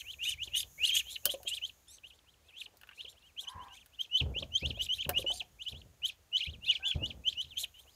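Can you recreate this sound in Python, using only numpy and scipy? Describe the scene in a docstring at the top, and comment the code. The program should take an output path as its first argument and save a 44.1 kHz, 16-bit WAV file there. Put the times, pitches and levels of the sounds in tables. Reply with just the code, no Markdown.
"""Ducklings peep from start to end in quick rising and falling whistles, raspy at the top, over a low rumble
and insects that hiss most in the first second or so. From half a second on, bills and a scoop knock and tick
on a plastic feed trough. Near 3.4 s a hoarse fowl calls far off, then steps thump the pen floor; the fowl
calls again near 6.8 s. Whistles are bending sine waves; the other sounds are shaped noise and ringing tones."""
import sys
import numpy as np
from scipy import signal
from scipy.fft import rfft, irfft
from scipy.io import wavfile
from scipy.ndimage import uniform_filter1d

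SR = 44100
rng = np.random.default_rng(int(sys.argv[2]) if len(sys.argv) > 2 else 0)


def put_to_file(sound):
    """Save the sound as 16-bit audio at rate SR, in the file named by the first command-line argument."""
    columns = np.atleast_2d(sound).T  # one column per channel
    safe = np.clip(columns, -1, 1)
    whole_steps = np.round(safe * 32767)
    wavfile.write(sys.argv[1], SR, whole_steps.astype(np.int16))


N = 350595  # length in samples

# The peeps. Each row: time of the kick (the sudden upward leap) in seconds, bend of the climb (1 is straight,
# near 0 levels off early), length of the rise in seconds, shoulder pitch before the kick in Hz, time from
# kick to end in seconds, crest pitch in Hz, slowness at the end of the fall in ms per kHz, swell during the
# rise in dB, level of the rise in dB, level of the fall in dB, level of the rasp in dB.
PEEPS = [(-.03, 0.61, 0.0264, 3150, 0.0557, 4370, 20.35, 1, -65.5, -45.5, -50.5),
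         (0.11, 0.92, 0.0751, 3205, 0.0381, 4106, 14.6, 5, -45.5, -47, -57),
         (0.237, 0.55, 0.0542, 2987, 0.112, 3686, 31.5, 17, -34.5, -41, -48.5),
         (0.297, 0.53, 0.0489, 3116, 0.022, 3440, 35.3, 1, -34, -42, -44),
         (0.43, 0.926, 0.0555, 3020, 0.0595, 4900, 16, 7, -38, -44.5, -59),
         (0.561, 0.948, 0.049, 3727, 0.0507, 3665, 7.55, 24, -38, -35, -70),
         (0.573, 0.494, 0.0814, 3014, 0.0644, 4860, 6.97, 30, -33.5, -35, -40.5),
         (0.847, 1, 0.0696, 2982, 0.0725, 4800, 29.6, 17, -27.5, -32, -44),
         (.97, 0.445, 0.1364, 3372, 0.0485, 3423, 28.9, 10.5, -35.5, -37, -40.5),
         (.975, 0.908, 0.031, 3240, 0.0091, 3600, 11.5, 14, -30, -75.5, -30),
         (1.107, 0.377, 0.0699, 3403, 0.064, 4243, 12.3, 13.5, -48.5, -38, -50),
         (1.275, 0.485, 0.0509, 3145, 0.0147, 3128, 8.3, 40.5, -34.5, -61, -70.5),
         (1.303, 0.756, 0.0289, 3247, 0.0497, 4677, 11.5, 41.5, -32.5, -47.5, -42),
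         (1.487, 0.447, 0.0495, 3381, 0.0351, 4410, 11.8, 61, -37, -56.5, -38),
         (1.535, 0.468, 0.0464, 3032, 0.0566, 4540, 21.6, 14, -36, -42, -50),
         (1.651, 0.351, 0.039, 3170, 0.0541, 4490, 12, 6.5, -37.5, -48, -59),
         (1.915, 0.196, 0.0474, 3794, 0.0747, 4560, 5.6, 16, -57.5, -58.5, -61.5),
         (2.07, 0.473, 0.0373, 3220, 0.0483, 4770, 15.4, -7.5, -55.5, -56.5, -66.5),
         (2.134, 0.39, 0.0255, 3047, 0.0623, 4630, 5.74, -6, -65.5, -61, -76.5),
         (2.294, 1, 0.0427, 3230, 0.056, 4106, 11.2, 12.5, -66, -69, -80.5),
         (2.439, 0.55, 0.0206, 2858, 0.0794, 4300, 30.8, 3.5, -91.5, -62, -80.5),
         (2.515, 0.307, 0.077, 2750, 0.012, 3200, 5, 5.5, -69, -71.5, -79),
         (2.581, 0.643, 0.06, 3162, 0.0458, 3730, 14.95, 1.5, -56, -40.5, -69.5),
         (2.593, 0.49, 0.0469, 3580, 0.0767, 4303, 10.4, 4.5, -53, -45, -60.5),
         (2.947, 0.92, 0.028, 3195, 0.0694, 4180, 9, -14.5, -68, -47, -68),
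         (3.006, 0.74, 0.0374, 3020, 0.0609, 4100, 19.1, 10.5, -44, -49, -71.5),
         (3.088, 0.34, 0.0249, 3339, 0.046, 4292, 5.8, 14, -49.5, -59, -61.5),
         (3.179, 0.96, 0.0375, 3035, 0.0556, 4300, 9, 7.5, -65.5, -64, -81),
         (3.265, 0.45, 0.089, 2970, 0.0495, 3210, 45, 16.5, -65.5, -64.5, -78),
         (3.401, 0.566, 0.0402, 3393, 0.0578, 5075, 22.7, 16.5, -40.5, -52.5, -56),
         (3.485, 0.68, 0.035, 3170, 0.0506, 4600, 8.6, 54, -42, -62.5, -61),
         (3.633, 0.54, 0.0765, 3097, 0.057, 4780, 6, 22.5, -59, -58, -73),
         (3.738, 0.48, 0.0727, 3004, 0.0623, 4590, 29.6, 11.5, -56, -57.5, -65.5),
         (3.795, 0.984, 0.0534, 3010, 0.045, 4000, 30, -13.5, -65.5, -61, -75),
         (3.944, 0.91, 0.034, 3100, 0.019, 4190, 4.7, 10.5, -64, -60.5, -72.5),
         (4.016, 0.947, 0.0695, 3303, 0.0419, 4510, 13, 56.5, -38.5, -53, -58.5),
         (4.17, 0.271, 0.0809, 3080, 0.0506, 4730, 20.76, 33, -29.5, -32, -60.5),
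         (4.386, 0.624, 0.0486, 3144, 0.0526, 4900, 12.6, 8.5, -35.5, -40.5, -61.5),
         (4.57, 0.32, 0.0665, 3247, 0.0575, 4920, 2.6, 35.5, -33, -41.5, -63),
         (4.654, 0.87, 0.0479, 2903, 0.0654, 4925, 14.9, 14, -33.5, -40, -66),
         (4.772, 0.65, 0.05, 3425, 0.021, 3800, 3.9, 18, -49.5, -57, -73.5),
         (4.816, 0.53, 0.0543, 3050, 0.0573, 4850, 10, 24.5, -35, -41, -46.5),
         (4.935, 0.162, 0.0497, 3107, 0.0651, 3970, 18.2, 4, -32, -51, -56),
         (5.008, 0.335, 0.0296, 3085, 0.0275, 3630, 15.3, 9.5, -37.5, -36.5, -72.5),
         (5.019, 1, 0.0162, 3158, 0.0439, 4820, 15.34, 1, -64.5, -43.5, -61.5),
         (5.18, 0.555, 0.0502, 2984, 0.0545, 4750, 19.2, 12, -30, -44.5, -49),
         (5.314, 0.1244, 0.05276, 3073, 0.10805, 4634, 19.5, -1.5, -35, -36.5, -56.5),
         (5.62, 0.69, 0.0349, 3086, 0.047, 4896, 5.5, 13, -43.5, -51.5, -65.5),
         (5.681, 0.299, 0.0313, 3053, 0.0558, 4664, 16.7, 15, -36, -47, -57),
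         (5.774, 0.556, 0.0407, 3496, 0.049, 4275, 7.15, 15, -51, -52, -73),
         (6.055, 0.412, 0.0394, 3103, 0.05255, 4660, 17.2, 21, -30.5, -41.5, -47.5),
         (6.365, 0.21, 0.0514, 3056, 0.0595, 4430, 18.6, 32, -27, -33, -59.5),
         (6.433, 0.873, 0.0432, 2913, 0.0501, 4072, 16.7, 2.5, -38, -43.5, -65.5),
         (6.494, 0.83, 0.0427, 2943, 0.0693, 4300, 28.5, -14.5, -48.5, -53, -92.5),
         (6.642, 0.293, 0.0369, 2913, 0.0992, 4195, 57.7, 22, -47, -34, -67),
         (6.706, 0.543, 0.0534, 3008, 0.0695, 4950, 22.5, 18, -27.5, -38, -69),
         (6.865, .3, 0.02, 3665, 0.0599, 3436, 15.2, 30, -33.5, -31, -57),
         (6.875, 0.55, 0.053, 3195, 0.075, 3460, 33, 8, -34.5, -43, -74.5),
         (7.054, 0.494, 0.0837, 2933, 0.0664, 4690, 17.1, 31.5, -35.5, -43.5, -68),
         (7.285, 0.39, 0.0487, 3137, 0.0494, 4550, 7.9, 22.5, -30.5, -38, -56),
         (7.41, 0.324, 0.0644, 3065, 0.0423, 3990, 5.06, 21.5, -34.5, -44.5, -60),
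         (7.475, 0.72, 0.011, 3360, 0.079, 4000, 44, 3.5, -62, -53.5, -82.5),
         (7.583, 0.164, 0.031, 3219, 0.07066, 4192, 15.6, 44.5, -34.5, -35.5, -40.5),
         (7.797, 0.153, 0.0594, 3112, 0.0447, 4660, 6.1, 5, -58.5, -60.5, -64),
         (7.893, 0.6, 0.035, 3136, 0.07, 4840, 8, 6.5, -63, -53, -80.5)]
# Tone colour of the broken voice. Each row: frequency in Hz, relative strength in dB per Hz.
RASP_COLOUR = [(1700, -31), (2300, -5.5), (3100, -15), (3900, -3), (4700, -8), (5300, -9.5), (6200, -2.5),
               (8500, -5.5), (12500, -7), (15500, -23.5)]
# Peeps whose voice splits into clear half-steps. Each row: time of the nearest kick in seconds, level in dB.
SPLITS = [(1.915, -57.5), (5.315, -56.5)]
# Sharp ticks of bill or scoop. Each row: start in seconds, level in dB, share of treble from 0 to 1.
TICKS = [(1.2546, -12, 0.84), (1.4309, -40, 0.8), (2.77, -52, 1), (2.8131, -46, 0.43), (2.833, -43, 0.17),
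         (2.872, -47.5, 0.3), (2.8897, -41, 0.09), (2.912, -46, 0.08), (3.86, -46, 0.65),
         (5.0924, -17, 0.52), (5.0997, -37, 0.87)]
# Dull knocks on the trough. Each row: start in seconds, peak level in dB.
KNOCKS = [(0.472, -51.5), (1.257, -34.5), (1.338, -35.5), (1.398, -51), (1.449, -49), (4.36, -40.5),
          (4.422, -37), (4.629, -39.5), (4.772, -45.5), (5.089, -29.5), (5.183, -37.5), (5.242, -35.5),
          (5.3, -37), (5.411, -50), (3.045, -52.5), (7.63, -51.5)]
# Tones the trough rings at. Each row: middle frequency in Hz, relative level in dB, time to fade 60 dB in seconds.
TROUGH_TONES = [(461.2, -10, 0.028), (598.8, 13.5, 0.0306), (946.5, 2, 0.032)]
# Steps on the pen floor. Each row: start in seconds, level in dB, clatter of the boards in relative dB.
STEPS = [(4.208, -27, -14), (4.62, -30.5, -17), (5.055, -34.5, -10.5), (5.714, -42, -14),
         (3.544, -49.5, -8), (6.471, -36, -19), (6.946, -28.5, -13), (7.432, -48.5, -17.5)]
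# Calls of the far fowl. Each row: start in seconds, length in seconds, base pitch in Hz, level in dB,
# hoarseness from 0 to 1.
FOWL_CALLS = [(3.419, 0.343, 803.2, -50, 0.88), (6.798, 0.13, 787.9, -55, 0.16)]
# Tone colour of the open air. Each row: frequency in Hz, relative strength in dB per Hz.
AIR_COLOUR = [(76, -35.5), (130, -1), (2270, -7), (2880, -7), (6910, -11), (15000, -17)]
# Changing background. Each row: time in seconds, low rumble in dB, insect hiss in dB.
YARD_LEVELS = [(0, -67, -63), (.35, -57.5, -74.5), (.9, -62, -61), (1.698, -69.5, -72.5), (2.2, -73, -88),
               (3.999, -70.5, -82), (4.9, -58, -75), (6.3, -70.5, -83), (7.95, -69, -74)]

# Pitch of a peep
START_HZ, END_HZ, KICK_HZ_PER_S = 2064.3, 2137, 58000
CURL_HZ = 2484.5  # the fall starts steep and flattens out
ROUND_S = 0.005135  # rounds the corners of the pitch curve
# Loudness of a peep
EDGE_S = 0.00529  # fade at each end
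HOLD_SHARE = 0.195  # last part of the rise, at full voice
OPEN_HZ, OPEN_SHARE = 2855, 0.21  # passing this pitch the voice opens at once, by this share of its swell
THIN_ABOVE_HZ, THIN_DB_PER_KHZ, THINNEST_DB = 3351, 22.5, 24  # high pitches lose level, at most THINNEST_DB
SOFT_BELOW_HZ, SOFT_DB_PER_KHZ = 3203.5, 7.5  # low pitches are softer
# Roughness of a peep
WOBBLE = 0.01  # random share of the pitch
CREST_FUZZ = 1.3  # per kHz above THIN_ABOVE_HZ
FALL_DULL_DB = 14  # the overtone drops this much in the fall
OVERTONE_TOP_HZ, OVERTONE_DB_PER_KHZ = 6900, 11  # an overtone above this weakens
RASP_LEAD = 0.2784  # the rasp sets in this share of the rise before the kick
STALL = 0.37  # share of the leap above the shoulder that the broken voice follows
BREATH_DB = -28  # under the louder of rise and fall
EDGE_HZ = 15700  # upper limit of the microphone


def peeps():
    """The near birds, with uneven breath; the raspier a peep, the rougher its whistle."""
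    out = np.zeros(N)
    for *row, rise_db, fall_db, rasp_db in PEEPS:
        rough = 0.0059 + 0.672 * min(amp(rasp_db - rise_db), 1)
        add(out, *peep(*row, rise_db, fall_db, rough))
    return out * amp(1.8 * smooth_noise(N, 130))


def peep(kick, bend, rise, shoulder_hz, arch, crest_hz, fall, swell_db, rise_db, fall_db, rough):
    """Changes level by its swell, opens, holds up to the kick, thins at the crest and sounds in the drop."""
    t, hz = pitch(bend, rise, shoulder_hz, arch, crest_hz, fall)
    near_crest = hz > 0.98 * hz.max()
    drop = max(t[near_crest][-1], 0.002)
    first_db = rise_db - (1 - OPEN_SHARE) * swell_db
    level_db = np.interp(t, [-rise, -HOLD_SHARE * rise, 0, drop], [first_db, rise_db, rise_db, fall_db])
    closed = np.clip((OPEN_HZ - hz) / 120, 0, 1) * (t < 0)
    level_db = level_db - OPEN_SHARE * swell_db * closed
    edges = np.minimum(np.minimum(t + rise, arch - t) / EDGE_S, 1)
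    return kick - rise, edges * whistle(hz, level_db, t > drop, rough)


def pitch(bend, rise, shoulder_hz, arch, crest_hz, fall):
    """Climbs to a shoulder, kicks up towards the crest, drops steeply; times count from the kick."""
    t = np.arange(-rise, arch, 1 / SR)
    climb = START_HZ + (shoulder_hz - START_HZ) * np.clip(1 + t / rise, 0, 1) ** abs(bend)
    leap = np.minimum(shoulder_hz + KICK_HZ_PER_S * t, crest_hz)
    left_hz = (arch - t) * 1e6 / fall  # ms per kHz turned into Hz still to fall
    descent = END_HZ + left_hz + left_hz ** 2 / CURL_HZ
    hz = np.where(t < 0, climb, np.minimum(leap, descent))
    return t, uniform_filter1d(hz, round(ROUND_S * SR), mode="nearest")


def whistle(hz, level_db, falling, rough):
    """A near sine, loudest mid-range; higher pitch brings more fuzz and, at first, a stronger overtone."""
    turn = turns(hz * (1 + WOBBLE * smooth_noise(len(hz), 180)))
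    strain = np.clip((hz - 2700) / 600, 0, 1)
    high_khz = np.maximum(hz - THIN_ABOVE_HZ, 0) / 1000
    low_khz = np.maximum(SOFT_BELOW_HZ - hz, 0) / 1000
    loss_db = np.minimum(THIN_DB_PER_KHZ * high_khz, THINNEST_DB) + SOFT_DB_PER_KHZ * low_khz
    overtone = amp(-29.5 - 7.73 * rng.random() + 16.6 * strain - FALL_DULL_DB * falling)
    overtone = overtone * (1 + 0.43 * smooth_noise(len(hz), 120))
    overtone = overtone * amp(-OVERTONE_DB_PER_KHZ * np.maximum(2 * hz - OVERTONE_TOP_HZ, 0) / 1000)
    tone = np.sin(turn) + overtone * np.sin(2 * turn)
    fuzz = 1 + rough * smooth_noise(len(hz), 21.18) + CREST_FUZZ * high_khz * smooth_noise(len(hz), 52)
    return np.sqrt(2) * amp(level_db - loss_db) * tone * fuzz


def breath():
    """From the kick on, each bird's air turns to a dull, ragged haze of noise that trails off."""
    gate = np.zeros(N)
    for kick, _, _, _, arch, *_, rise_db, fall_db, _ in PEEPS:
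        t = np.arange(0, arch + 0.1, 1 / SR)
        trail = decay(np.maximum(t - arch, 0), 0.092, max(rise_db, fall_db) + BREATH_DB)
        add(gate, kick, trail * np.minimum(t / EDGE_S, 1))
    return gate * band(3600, 2800, N) * amp(3.5 * smooth_noise(N, 120))


def rasps():
    """The voice breaks at the top: uneven overtones and half-steps of its pitch, in banded hiss."""
    gate, broken = np.zeros(N), np.zeros(N)
    order = np.arange(2, 11)[:, None] / 2  # multiples of the pitch: 1, 1.5, 2 .. 5
    rasp_hz, rasp_db = np.transpose(RASP_COLOUR)
    for kick, *shape, _, _, _, db in PEEPS:
        t, hz = pitch(*shape)
        fade_in = (t - RASP_LEAD * t[0]) / 0.0268
        fade_out = (t[-1] - t) / 0.0455
        swell = amp(db) * np.clip(np.minimum(fade_in, fade_out), 0, 1)
        shoulder_hz = shape[2]
        hz = np.minimum(hz, shoulder_hz + STALL * (hz - shoulder_hz) * (hz > shoulder_hz))
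        turn = turns(hz * (1 + 0.01616 * smooth_noise(len(t), 97)))
        colour_db = np.interp(order * hz, rasp_hz, rasp_db, right=-90)
        colour_db = colour_db + 4 * rng.standard_normal(order.shape)  # uneven in its own way
        colour_db = colour_db - 2.2 * (order % 1 > 0)  # half-steps are weaker
        lines = amp(colour_db) * smooth_noise((len(order), len(t)), 40) * np.sin(order * turn)
        add(gate, kick + t[0], swell)
        add(broken, kick + t[0], swell * lines.sum(0))
    hiss = amp(-7) * gate * banded_hiss()
    return amp(2.56 * smooth_noise(N, 60)) * (hiss + amp(1.5) * broken)


def banded_hiss():
    """Rasp-coloured noise whose narrow bands grow and fade at random."""
    _, _, bands = signal.stft(coloured(RASP_COLOUR), nperseg=256)
    patches = uniform_filter1d(rng.standard_normal(bands.shape), size=3, axis=0)  # across pitch
    patches = evened(uniform_filter1d(patches, size=14, axis=1))  # across time
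    return signal.istft(bands * amp(7.05 * patches), nperseg=256)[1][:N]


def splits():
    """Every other pulse is weaker: clear lines at half-steps of the pitch, up to the kick."""
    out = np.zeros(N)
    order = np.arange(1, 7)[:, None] / 2  # multiples of the pitch: 0.5, 1 .. 3
    rasp_hz, rasp_db = np.transpose(RASP_COLOUR)
    for s, db in SPLITS:
        kick, *shape = min(PEEPS, key=lambda row: abs(row[0] - s))[:7]
        t, hz = pitch(*shape)
        swell = np.clip(np.minimum(t - 0.762 * t[0], 0.006 - t) / EDGE_S, 0, 1)
        lines = amp(np.interp(order * hz, rasp_hz, rasp_db)) * np.sin(order * turns(hz))
        lines = lines * (1 + 0.6 * smooth_noise(lines.shape, 150))
        add(out, kick + t[0], amp(db) * swell * lines.sum(0))
    return out


def knocks():
    """Each blow rings the trough tones, a little differently, with a short rattle."""
    out, t = np.zeros(N), np.arange(SR // 10) / SR
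    for s, db in KNOCKS:
        blow = rng.standard_normal(len(t)) * (decay(t, 0.0204) + decay(t, 0.187, -20))
        blow = blow * np.minimum(t / 0.00396, 1)
        ring = np.zeros(len(t))
        for hz, tone_db, fade_s in TROUGH_TONES:
            ring += decay(t, fade_s, tone_db) * np.sin(2 * np.pi * hz * rng.uniform(0.8, 1.25) * t)
        knock = uniform_filter1d(signal.fftconvolve(blow, ring)[:len(t)], 12)  # softens the treble
        add(out, s, amp(db) * knock / abs(knock).max())
    return out


def ticks():
    """A woody clack and a bright crack of ringing noise, with a quick and a slower decay."""
    out, t = np.zeros(N), np.arange(SR // 10) / SR
    for s, db, treble in TICKS:
        clack = band(1360, 804, len(t)) + 0.5 * band(2847, 900, len(t))
        crack = band(14200, 9850, len(t)) + 0.323 * band(4670, 1850, len(t))
        blend = (1 - treble) * clack + treble * crack
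        fade = decay(t, 0.073, -4.5) + decay(t, 0.01864, 7.5)
        add(out, s, amp(db - 11.5) * blend * fade * np.minimum(t / 0.000534, 1))
    return out


def steps():
    """The floor boards boom in two low tones, then rumble on unevenly as noise."""
    out, t = np.zeros(N), np.arange(SR) / SR
    for s, db, clatter_db in STEPS:
        boom = np.sin(2 * np.pi * 76 * t) + 0.44 * np.sin(2 * np.pi * 136 * t)
        boom = boom * decay(t, 0.234)
        clatter = amp(clatter_db) * (band(240.3, 120, SR) + band(502.5, 330, SR))
        rumble = (band(71.14, 65, SR) + clatter) * decay(t, 0.8114, -8.5)
        rumble = rumble * amp(2.88 * smooth_noise(SR, 340))
        add(out, s, amp(db) * (boom + rumble) * np.minimum(t / 0.0106, 1))
    return out


def pen(x):
    """Short scattered echoes from the trough, rails and other birds."""
    t = np.arange(SR // 3) / SR
    echoes = rng.standard_normal(len(t)) * (rng.random(len(t)) < 0.05)
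    echoes = echoes * (decay(t, 0.0506) + decay(t, 0.2283, -18))
    echoes = uniform_filter1d(echoes, size=5)
    return signal.fftconvolve(x, echoes / np.linalg.norm(echoes))[:N]


def fowl():
    """Two wavering tones an octave apart on a low arch of pitch, drowned in throat noise when hoarse."""
    out = np.zeros(N)
    for s, length, hz, db, hoarse in FOWL_CALLS:
        u = np.linspace(0, 1, round(length * SR))  # progress through the call
        arch = np.sin(np.pi * u)
        turn = turns(hz * (0.96 + 0.053 * arch))
        drift = uniform_filter1d(rng.standard_normal((2, len(u))), 400, axis=1)
        waver = 1 + 0.64 * evened(drift)
        low_tone = waver[0] * np.sin(turn)
        clear = 0.384 * low_tone + waver[1] * np.sin(2 * turn)
        throat = band(1009.7, 161, len(u)) + 0.162 * band(1774, 610, len(u))
        voice = (1 - hoarse) * clear + hoarse * (throat * arch + 0.164 * low_tone)
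        add(out, s, amp(db) * voice * arch ** 0.138)
    return out


def yard():
    """Noise bands: lumpy low rumble, insects and feet shuffling, over the open air."""
    s, rumble_db, insect_db = np.transpose(YARD_LEVELS)
    t = np.arange(N) / SR
    rumble = amp(np.interp(t, s, rumble_db)) * band(63, 49.9, N)
    insects = amp(np.interp(t, s, insect_db)) * (band(6616, 1100, N) + band(13030, 6800, N))
    shuffle_db = -84.5 + 8 * np.minimum(smooth_noise(N, 690), 2)
    shuffle = amp(shuffle_db) * band(552, 530, N)
    return rumble + insects + shuffle + amp(-71.5) * coloured(AIR_COLOUR)


def amp(db):
    """Turns decibels into a multiplier."""
    return 10 ** (np.asarray(db) / 20)


def decay(t, fade_s, start_db=0):
    """A fade that starts at start_db and loses 60 dB every fade_s seconds."""
    return amp(start_db - 60 * t / fade_s)


def turns(hz):
    """Adds up a changing pitch into the angle of its wave."""
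    return 2 * np.pi * np.cumsum(hz) / SR


def evened(x):
    """Scales a sound to an average (rms) strength of 1."""
    return x / np.sqrt(np.mean(x ** 2) + 1e-20)


def smooth_noise(shape, span):
    """Noise smoothed three times over span samples, rms 1."""
    x = rng.standard_normal(shape)
    for _ in range(3):
        x = uniform_filter1d(x, max(int(span), 1))
    return evened(x)


def band(hz, width_hz, size):
    """Noise rung twice through one resonance, rms 1."""
    b, a = signal.iirpeak(hz, hz / width_hz, SR)
    once = signal.lfilter(b, a, rng.standard_normal(size))
    return evened(signal.lfilter(b, a, once))


def coloured(points):
    """Noise with the spectrum drawn through the points, rms 1."""
    hz, db = np.transpose(points)
    shape_db = np.interp(np.log(np.fft.rfftfreq(N, 1 / SR) + 1), np.log(hz), db)
    return evened(irfft(rfft(rng.standard_normal(N)) * amp(shape_db), N))


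def add(mix, s, sound):
    """Adds a sound at s seconds, cutting off what lies outside the mix."""
    at = round(s * SR)
    part = mix[max(at, 0):][:len(sound) + min(at, 0)]
    part += sound[max(-at, 0):][:len(part)]


def scene():
    """Only the birds' voices, knocks and ticks echo in the pen."""
    near = peeps() + breath() + rasps() + splits() + knocks() + ticks()
    return (near + amp(-11) * pen(near) + steps() + fowl() + yard())[None]


def record(dry):
    """The small microphone loses the deepest bass; then the top of the treble is cut off."""
    bass_cut = signal.butter(2, 42, "high", fs=SR, output="sos")
    treble_cut = signal.firwin(511, EDGE_HZ, window=("kaiser", 9), fs=SR)
    return signal.oaconvolve(signal.sosfilt(bass_cut, dry), treble_cut[None], "same")


dry = scene()
out = record(dry)
put_to_file(out)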